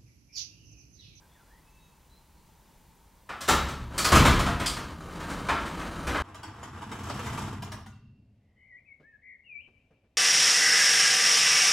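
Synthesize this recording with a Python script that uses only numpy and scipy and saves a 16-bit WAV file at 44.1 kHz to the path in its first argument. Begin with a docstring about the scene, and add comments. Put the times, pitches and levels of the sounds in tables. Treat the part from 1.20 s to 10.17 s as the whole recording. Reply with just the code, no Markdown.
"""Inside a brick garage: quiet air and, in the first second or so, far birds; then a steel up-and-over door
is unlatched, shoved free and rolled up its tracks. The scene cuts to the driveway, where the door rattles
on and its springs ring out. After 7.2 s far birds return, a nearby songbird sings a phrase and a few soft
steps cross the tarmac. Blows and rollers are noise shaped by steel and walls, with sines for the ringing
modes; birds are gliding sines with echoes; springs, steps and air are coloured noise."""
import sys
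import numpy as np
from scipy import signal
from scipy.fft import rfft, irfft, next_fast_len
from scipy.io import wavfile
from scipy.ndimage import uniform_filter1d, map_coordinates

SR = 44100
rng = np.random.default_rng(int(sys.argv[2]) if len(sys.argv) > 2 else 0)


def log_audio(samples):
    """Write samples as a 16-bit WAV file to the path given in sys.argv[1]."""
    # one column per channel
    frames = np.atleast_2d(samples).T
    # limit to full scale, then quantise
    limited = np.clip(frames, -1, 1)
    pcm = np.round(limited * 32767).astype(np.int16)
    wavfile.write(sys.argv[1], SR, pcm)


N = 395577
TIME = np.arange(N) / SR
CUT = 5.023  # from garage to driveway (s)

# how fast sound dies in the brick garage: pitch_hz, t60_s
GARAGE_DECAY = [(60, .9), (200, 0.49), (500, 0.56), (1300, 0.57), (4000, 0.58), (9000, 0.32), (15000, 0.46)]


def amp(db):
    """Decibels to gain."""
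    return 10 ** (np.asarray(db) / 20)


def unit(x):
    """Scaled to rms 1."""
    return x / np.sqrt(np.mean(x ** 2) + 1e-20)


def along(points, hz):
    """(Hz, value) points joined on a log axis."""
    f, v = np.transpose(points)
    return np.interp(np.log(hz + 1), np.log(f + 1), v)


def wobble(rate):
    """A smooth random curve, rate knots a second."""
    knots = rng.standard_normal(int(N * rate / SR) + 4)
    return map_coordinates(knots, [TIME * rate])


def filtered(x, response):
    """x times a response of frequency."""
    n = x.shape[-1]
    m = next_fast_len(n + 8192)
    return irfft(rfft(x, m) * response(np.fft.rfftfreq(m, 1 / SR)), m)[..., :n]


def noise(spectrum, size):
    """Coloured noise of rms 1."""
    return unit(filtered(rng.standard_normal(size), lambda hz: amp(along(spectrum, hz))))


def dying(x, t60s):
    """Each frequency of x dies at its own speed, as between walls."""
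    hz, t, z = signal.stft(x, SR, nperseg=256)
    decay = amp(-60 * t / along(t60s, hz)[:, None])
    return signal.istft(z * decay, SR, nperseg=256)[1][:len(x)]


def add(track, s, x):
    """Mix x into the track at s seconds."""
    part = track[max(round(s * SR), 0):][:len(x)]
    part += x[:len(part)]


def spread(x, width, left_db):
    """Two microphone channels: mid plus a smeared side sound; left_db tilts the level to the left."""
    walls = rng.standard_normal(SR // 40) * np.linspace(1, 0, SR // 40)
    smeared = signal.fftconvolve(x, walls / np.linalg.norm(walls))[:N]
    side = filtered(smeared, lambda hz: amp(along(width, hz)))
    return np.array([(x + side) * amp(left_db / 2), (x - side) * amp(-left_db / 2)])


def air(spectrum, db, drift_db):
    """Far traffic and faint hiss: coloured noise whose level drifts."""
    return amp(db + drift_db * wobble(3.3)) * noise(spectrum, N)


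def whistle(length, turn, start_hz, turn_hz, end_hz, depth_hz, trill_hz):
    """One note: the pitch eases into a turn and swings out of it, under an arch of loudness."""
    lean, roundness = 1.32, 0.59  # above 1 the note swells late; power of the arch
    t = np.arange(int(length * SR)) / SR
    u, turn = t / length, np.clip(turn, .1, .9)
    into = (start_hz - turn_hz) * (1 - u / turn) ** 2
    out_of = (end_hz - turn_hz) * ((u - turn) / (1 - turn)) ** 2
    hz = turn_hz + np.where(u < turn, into, out_of) + depth_hz * np.sin(2 * np.pi * trill_hz * t)
    arch = np.sin(np.pi * u ** lean) ** roundness
    return np.sqrt(2) * arch * np.sin(2 * np.pi * np.cumsum(hz) / SR)


def birds(notes, trill_hz, flutter_db, direct_db, street_db, near_walls):
    """Gliding whistles, some trilled, scattered by house walls and the street."""
    # decay of the street's echo: pitch_hz, t60_s
    street_decay = [(1500, 0.65), (3000, 1.66), (8000, 0.65)]
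    song, echo, t = np.zeros(N), np.zeros(N), np.arange(SR) / SR
    for s, length, turn, start_hz, turn_hz, end_hz, db, depth_hz in notes:
        add(song, s, amp(db) * whistle(length, turn, start_hz, turn_hz, end_hz, depth_hz, trill_hz))
    song *= amp(flutter_db * wobble(70))
    for path in range(4):
        tail = dying(rng.standard_normal(SR), street_decay) * (1 + near_walls * np.exp(-t / 0.045))
        scattered = signal.fftconvolve(song, tail / np.linalg.norm(tail))[:N]
        # each echo path swells and fades at random, so the tail stays smooth
        echo += scattered * (1 + 0.47 * wobble(35)) / 2
    return amp(direct_db) * song + amp(street_db) * echo


def far_birds():
    """Distant whistles in the first second or so and again after 7.2 s, equal in both channels."""
    # notes, levels before the distance gains:
    # start_s, length_s, turn_place (0-1), start_hz, turn_hz, end_hz, level_db, trill_depth_hz
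    notes = [(.005, .05, 0.4, 1590, 1600, 1560, -63, 48), (.075, 0.098, 0.84, 3350, 3470, 3480, -67, 110),
             (.12, .12, 0.88, 2400, 1420, 1380, -63, 80), (.245, 0.17, .85, 1200, 1980, 1980, -64, 70),
             (.42, 0.27, 0.44, 2530, 2640, 2590, -64.5, 0), (.48, .25, 0.6, 6490, 6430, 6380, -76, 40),
             (.55, .16, 0.4, 3810, 3800, 3800, -74, 0), (.885, 0.097, 0.6, 3880, 4030, 4200, -64, 70),
             (1.15, .06, .5, 4400, 4380, 4250, -72, 60), (7.2, .17, .5, 2080, 2030, 1970, -76, 100),
             (7.35, .1, 0.63, 3150, 2980, 2950, -77, 45), (7.84, .14, 0.6, 2620, 2540, 2540, -78, 33)]
    return birds(notes, trill_hz=54.7, flutter_db=0.5, direct_db=-7.0, street_db=-6.5, near_walls=4.5)


def tang(x, depth_db, spacing_hz):
    """Each spot of the steel favours its own resonances: random peaks and dips along the spectrum."""
    peaks = rng.standard_normal(1000)
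    place = np.arange(len(peaks))
    return filtered(x, lambda hz: amp(depth_db * np.interp(hz / spacing_hz, place, peaks)))


def registers(x, boom, steel, low_hz=330, high_hz=3600):
    """The door's three voices, rms 1 each: the flexing panel, the clanging sheet, the bright contact."""
    def above(hz, edge):
        return 1 / np.sqrt(1 + (edge / (hz + 1)) ** 8)

    def below(hz, edge):
        return 1 / np.sqrt(1 + (hz / edge) ** 8)

    voices = filtered(x, lambda hz: np.array([
        amp(along(boom, hz)) * below(hz, low_hz),
        amp(along(steel, hz)) * above(hz, low_hz) * below(hz, high_hz),
        amp(along(steel, hz)) * above(hz, high_hz)]))
    return [unit(v) for v in voices]


def ringing(modes, t60, t):
    """Decaying modes, struck at new strengths each time; rms 1 before the decay."""
    ring = sum(amp(db + rng.normal(0, 4)) * np.sin(2 * np.pi * (hz * t + rng.random())) for hz, db in modes)
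    return unit(ring) * amp(-60 * t / t60)


def knocks(rows, boom, steel, modes, boom_db, clang_db, click_db, ring_db, ring_t60, rise, direct, tang_db):
    """Each blow shakes the whole door; its dense modes and the brick walls draw it out."""
    out, t, head = np.zeros(N), np.arange(SR) / SR, SR // 12
    first = 1 + direct * np.exp(-t / 0.016)  # direct sound and near walls stand above the tail
    for s, db, low_db, high_db in rows:
        low, clang, click = registers(rng.standard_normal(SR), boom, steel)
        clang = tang(clang, tang_db, spacing_hz=45.35)
        click = tang(click, tang_db, spacing_hz=109.1)
        voices = [dying(v, GARAGE_DECAY) for v in (low, clang, click)]
        low, clang, click = [v / np.std(v[:head]) for v in voices]
        clang = clang + amp(ring_db) * ringing(modes, ring_t60, t)
        # each voice rises at its own speed, the heavy panel slowest
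        blow = amp(high_db + click_db) * click * first * (1 - np.exp(-t / 0.0029))
        blow += amp(clang_db) * clang * first * (1 - np.exp(-t / rise))
        blow += amp(low_db + boom_db) * low * (1 - np.exp(-t / 0.0087))
        add(out, s, amp(db) * blow)
    return out


def flexing(shoves, t60):
    """The big sheet wobbles in its lowest modes after each shove."""
    # lowest bending modes, relative levels: pitch_hz, level_db
    bending = [(37.7, -35), (70.0, -32.5), (118.4, -36)]
    out, t = np.zeros(N), np.arange(SR) / SR
    for s, db, _ in shoves:
        add(out, s, amp(db) * ringing(bending, t60, t) * (1 - np.exp(-t / 0.017)))
    return out


def shaking(effort, start, shoves, grows, t60):
    """Gain of one part of the door: rolling feeds it, shoves kick it, and it dies away in t60 seconds."""
    times, levels = np.transpose(effort)
    effort_db, usual_db = np.interp(TIME, times, levels), np.mean(levels)
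    moving = (TIME > start) & (TIME < times[-1])
    drive = moving * amp(usual_db + grows * (effort_db - usual_db)) ** 2
    keep = amp(-60 / (t60 * SR)) ** 2  # power left after one sample
    power = signal.lfilter([1 - keep], [1, -keep], drive)
    for s, _, db in shoves:
        age = np.maximum(TIME - s, 0)
        power = power + (amp(db - 60 * age / t60) * (1 - np.exp(-age / .008))) ** 2
    return np.sqrt(power)


def rolling(effort, start, shoves, answer, boom, steel, rate, tang_db):
    """Rollers bump over grit: small uneven jolts, rate a second each, through door and garage."""
    t = np.arange(SR // 2) / SR
    shaken = np.zeros(N)
    for roller in range(3):
        jolts = (rng.random(N) < rate / SR) * rng.uniform(-0.92, 1, N)
        jolts = jolts * amp(3 * wobble(9))  # the load shifts between rollers
        response = dying(tang(rng.standard_normal(len(t)), tang_db, spacing_hz=70.2), GARAGE_DECAY)
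        response = response * (1 + 2.8 * np.exp(-t / 0.015))  # near walls answer first
        shaken += signal.fftconvolve(jolts, response)[:N]
    _, rattle, scrape = registers(shaken, boom, steel)
    rumble = registers(rng.standard_normal(N), boom, steel)[0]
    out = np.zeros(N)
    for voice, (db, grows, t60) in zip((rumble, rattle, scrape), answer):
        # level the voice over a sixth of a second, so the shaking sets its loudness
        steady = voice / np.sqrt(np.abs(uniform_filter1d(voice ** 2, SR // 6)) + 1e-9)
        out += amp(db) * shaking(effort, start, shoves, grows, t60) * steady
    return out


def stay_arm(start, db, t60):
    """A loose steel arm clashes brightly as the door tips over: a burst of coloured noise."""
    # colour of the clash: pitch_hz, level_db_per_hz (relative)
    clash = [(1470, -33), (2500, -10), (2850, -9), (3240, -1), (4140, -9), (4820, 2), (5050, 0),
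             (5410, -11.5), (5790, -11), (6300, -17), (6850, -12), (8950, -6), (10100, -16), (14500, -40.5),
             (15500, -38.5)]
    out, t = np.zeros(N), np.arange(SR // 2) / SR
    add(out, start, amp(db - 60 * t / t60) * (1 - np.exp(-t / 0.0018)) * noise(clash, len(t)))
    return out


def door_from_inside():
    """Latch, shoves and rollers heard within the brick walls."""
    # blows of latch, panel and rollers, before the voices' gains:
    # start_s, clang_db, boom_db (re clang), click_db (re clang)
    blows = [(2.09, -25.0, -20, -25), (2.206, -30.0, -11.5, -3.5), (2.277, -17, -11, -11.5),
             (2.284, -9.5, -24.5, -10), (2.484, -28, -9.5, -11.5), (2.778, -20.5, -17.5, -0.5),
             (2.844, -15.0, -21.5, -4), (2.918, -7, -7.5, -14.5), (2.95, -10.5, -4.5, -9.5),
             (3.05, -9.5, -8.0, -13.0), (3.19, -18, -3.0, -12.5), (3.261, -17, -6.5, -20.0),
             (3.397, -20.0, -11.0, -15.5), (3.459, -28.5, -14.5, 2), (3.565, -26.5, -9, -14.5),
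             (3.998, -31, -23, -16.5), (4.097, -31.5, -26, -10.5), (4.285, -13.0, -21.0, -24.5),
             (4.455, -30, -14.5, -14), (4.591, -26.5, -20.0, -20.5), (4.868, -20.5, -5.5, -16),
             (4.945, -16.5, -11.5, -30.5)]
    # colour of blows and of rolling, low then high, relative: pitch_hz, level_db_per_hz
    blow_boom = [(15, -47), (26, -22.5), (39, -5), (50, -21), (63, 1.5), (72, 4.5), (92, -5.5), (120, -1.5),
                 (165, -5), (250, -9.5), (400, -17.5), (880, -62.5)]
    blow_steel = [(150, -30), (250, 5.5), (318, -5), (385, -4), (507, -8.5), (669, -3.5), (781, -4),
                  (1220, 1.5), (1920, -6.5), (2530, -10.5), (2710, -15), (3160, -13), (3630, -16.5),
                  (8320, -18.5), (15500, -34)]
    roll_boom = [(15, -37.5), (28, -5), (41, 3), (52, 3), (75, 3), (110, -7), (165, 2), (215, -2),
                 (280, -3.5), (400, -6.5), (880, -48.5)]
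    roll_steel = [(150, -31), (250, 6), (427, -3), (466, 1.5), (534, 0), (809, -4), (978, 1.5),
                  (1160, -5.5), (1250, -2.5), (1380, -3.5), (2020, -12.5), (3390, -20), (5500, -23.5),
                  (8770, -24.5), (15500, -39.5)]
    # sheet-steel modes, relative levels: pitch_hz, level_db
    panel_modes = [(387.6, -50.5), (559.9, -49), (662.1, -46.5), (742.9, -51), (1238, -42), (1550, -54),
                   (2121, -52), (2557, -50.5), (2998, -56)]
    # shoves that bend the whole panel and set the door shuddering: start_s, bending_db, shudder_db
    shoves = [(2.291, -26, -33.5), (2.598, -35, -51.5), (2.935, -20.5, -21.5), (3.051, -26.5, -32)]
    # how hard the rollers run in the tracks: time_s, effort_db
    effort = [(2.7, -41.5), (3.0, -36.5), (3.45, -46.5), (3.8, -46.5), (4.05, -39), (4.3, -41),
              (4.8, -41.5), (4.93, -35.5), (5.02, -44)]
    # rows are panel rumble, rattle, scrape: level_db (re effort), growth (dB per dB of effort), t60_s
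    answer = [(2.1, .85, 1.5), (1, 1.3, .95), (-12.5, 1.23, 1.05)]
    door = knocks(blows, blow_boom, blow_steel, panel_modes, boom_db=-8.0, clang_db=-13, click_db=-9.5,
                  ring_db=-11, ring_t60=0.5, rise=0.0047, direct=0.16, tang_db=3.5)
    door += flexing(shoves, t60=0.89)
    door += rolling(effort, 2.7, shoves, answer, roll_boom, roll_steel, rate=220, tang_db=2)
    return door + stay_arm(start=3.459, db=-27, t60=0.32)


def springs(start, db, t60):
    """The lifting springs' crowded modes sing on after the door comes to rest: peaky, fading noise."""
    # colour of the springs: pitch_hz, level_db_per_hz (relative)
    spring_colour = [(1350, -59), (2300, -26), (2440, -19), (2490, -8), (2750, 10), (2850, 0), (2990, -18),
                     (3110, -18), (3630, -23), (3840, -11), (4620, -8), (4870, -14), (5320, -15),
                     (5860, -32), (7000, -30), (9100, -60), (15400, -120)]
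    out, t = np.zeros(N), np.arange(SR) / SR
    ring = unit(tang(noise(spring_colour, SR), depth_db=5, spacing_hz=34.76))
    add(out, start, amp(db - 60 * t / t60) * ring * (1 - t))
    return out


def door_from_driveway():
    """Blows, rollers and ringing springs heard from outside."""
    # blows, before the voices' gains: start_s, clang_db, boom_db (re clang), click_db (re clang)
    blows = [(5.144, -42.5, -12, -7.5), (5.23, -34.5, -8, -12), (5.429, -36, 0, -12.5),
             (5.618, -34.5, -22, -18.5), (5.714, -33, -3, -14), (5.833, -42, -1, -7),
             (5.896, -28.5, -18, -16), (5.991, -32, -18, -18.5), (6.064, -30.5, -9, -15),
             (6.175, -28.5, -18, -16), (6.421, -37, 1, -7), (6.517, -36, 2, -8), (6.66, -44.5, 6, -13)]
    # colour of the door, low then high, relative: pitch_hz, level_db_per_hz
    boom = [(13, -45), (22, -17), (60, -6.5), (97, 5.5), (146, -3), (173, -15), (205, -0.5), (243, -8.5),
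            (278, -12.5), (359, -27), (400, -11.5), (520, -39), (880, -120)]
    steel = [(150, -7), (270, 11.5), (360, 2), (450, -4), (560, -10), (670, -0.5), (780, -2), (980, 3),
             (1250, 0.5), (1600, -5), (2100, -11.5), (3100, -15.5), (4200, -26.5), (5200, -24),
             (8800, -27.5), (15500, -43)]
    # modes of tracks and frame, relative levels: pitch_hz, level_db
    frame_modes = [(667.5, -59), (952.8, -43), (1610, -77), (1992, -57), (2121, -59), (2342, -77),
                   (3106, -68), (4323, -101), (4883, -60), (6255, -80), (6740, -66), (6988, -73),
                   (7741, -91), (8780, -82), (9625, -105), (10056, -79)]
    # how hard the rollers run in the tracks: time_s, effort_db
    effort = [(5.023, -52), (5.3, -50.5), (5.62, -47.0), (5.8, -42.0), (6.1, -39), (6.28, -41.0),
              (6.42, -50.0), (6.62, -55)]
    # rows are panel rumble, rattle, scrape: level_db (re effort), growth (dB per dB of effort), t60_s
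    answer = [(3, 1, 1.85), (-0.5, 0.82, 0.2), (-15.5, 1.6, .14)]
    door = knocks(blows, boom, steel, frame_modes, boom_db=-23, clang_db=-16.0, click_db=-11.5,
                  ring_db=-3.5, ring_t60=0.38, rise=0.0021, direct=2.0, tang_db=7.0)
    door += rolling(effort, CUT, [], answer, boom, steel, rate=120, tang_db=1.0)
    return door + springs(start=6.72, db=-70.5, t60=1.6)


def near_bird():
    """A songbird close by sings one phrase of gliding whistles, some trilled."""
    # notes, levels before the distance gains:
    # start_s, length_s, turn_place (0-1), start_hz, turn_hz, end_hz, level_db, trill_depth_hz
    notes = [(7.355, 0.19, .7, 1970, 2145, 2040, -57.5, 110),
             (7.495, 0.096, .45, 2180, 1922, 2400, -49.5, 25), (7.65, .025, 0.65, 2350, 2560, 2480, -63, 0),
             (7.672, .066, .45, 2410, 2226, 2090, -48, 3.5), (7.825, .11, 0.65, 1566, 1819, 1700, -54, 10),
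             (7.925, 0.044, 0.51, 1750, 1703, 1630, -55, 50),
             (8.015, .16, .35, 2030, 2120, 1990, -47.5, 153), (8.235, .035, .7, 2620, 2910, 2850, -64, 0),
             (8.252, .17, .68, 2930, 2305, 3120, -44.5, 0), (8.41, 0.059, 0.47, 2940, 3060, 3100, -63, 58)]
    return birds(notes, trill_hz=58.4, flutter_db=0.0, direct_db=-4.0, street_db=-7.5, near_walls=7.0)


def steps(db):
    """Soft soles pat the tarmac: short bursts of dull noise."""
    # footfalls, levels before the gain db: start_s, level_db, t60_s
    footfalls = [(7.798, -49, 0.17), (7.825, -56, 0.12), (8.474, -52, 0.11), (8.704, -55.5, 0.25),
                 (8.838, -60.5, 0.18)]
    # colour of sole on tarmac: pitch_hz, level_db_per_hz (relative)
    sole = [(60, -20), (150, 9.5), (550, 5), (900, -9), (1600, -9.5), (4000, -24), (12000, -46)]
    out, t = np.zeros(N), np.arange(SR // 2) / SR
    for s, level_db, t60 in footfalls:
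        add(out, s, amp(db + level_db - 60 * t / t60) * (1 - np.exp(-t / 0.0046)) * noise(sole, len(t)))
    return out


def garage_side():
    """Stereo microphones inside the garage: the door and the enclosed air."""
    # colour of the garage air: pitch_hz, level_db_per_hz (relative)
    air_colour = [(12, -28.5), (20, -3.5), (59, 4), (98, -8), (185, -4.5), (219, -12), (427, -17),
                  (725, -20), (906, -10.5), (1200, -21.5), (2270, -25), (2610, -26), (2840, -26),
                  (4070, -27.5), (15500, -31.5)]
    # stereo width of the door, then of the air: pitch_hz, side_db (re mid)
    door_width = [(60, -24), (110, -27.5), (200, -23.5), (380, -17), (700, -17.5), (1290, -30.5),
                  (2380, -33.5), (4400, -33.5), (8120, -12), (15000, -31.5)]
    air_width = [(60, -23.5), (110, -17.5), (200, -11), (380, -7), (700, -11), (1290, -14), (2380, -18),
                 (4400, -16.5), (8120, -1.5), (15000, -16.5)]
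    door = spread(door_from_inside(), door_width, left_db=.5)
    return door + spread(air(air_colour, db=-58.5, drift_db=.5), air_width, left_db=0)


def driveway_side():
    """Stereo microphones on the driveway: door, steps and open air, the near bird towards the left."""
    # colour of the outdoor air: pitch_hz, level_db_per_hz (relative)
    air_colour = [(12, -36), (20, -4.5), (87, 4), (175, -6.5), (245, -3.5), (352, -14), (549, -11),
                  (1300, -29), (2330, -25), (3450, -31.5), (15500, -48.5)]
    # stereo width outdoors: pitch_hz, side_db (re mid)
    open_width = [(60, -44), (110, -72), (200, -31), (380, -16.5), (700, -12.5), (1290, -11.5), (2380, -8),
                  (4400, -4), (8120, -5), (15000, -2)]
    outside = door_from_driveway() + steps(db=-4.5) + air(air_colour, db=-70, drift_db=1.2)
    return spread(outside, open_width, left_db=.4) + spread(near_bird(), open_width, left_db=5.2)


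def scene():
    """Inside the garage until the cut, then out on the driveway; far birds early and late."""
    after = np.clip((TIME - CUT) / .002 + .5, 0, 1)  # a 2 ms crossfade
    return garage_side() * (1 - after) + driveway_side() * after + far_birds()


def record(dry):
    """The microphone signal keeps nothing above its band limit of 15.8 kHz."""
    return filtered(dry, lambda hz: hz < 15800)


dry = scene()
out = record(dry)
log_audio(out)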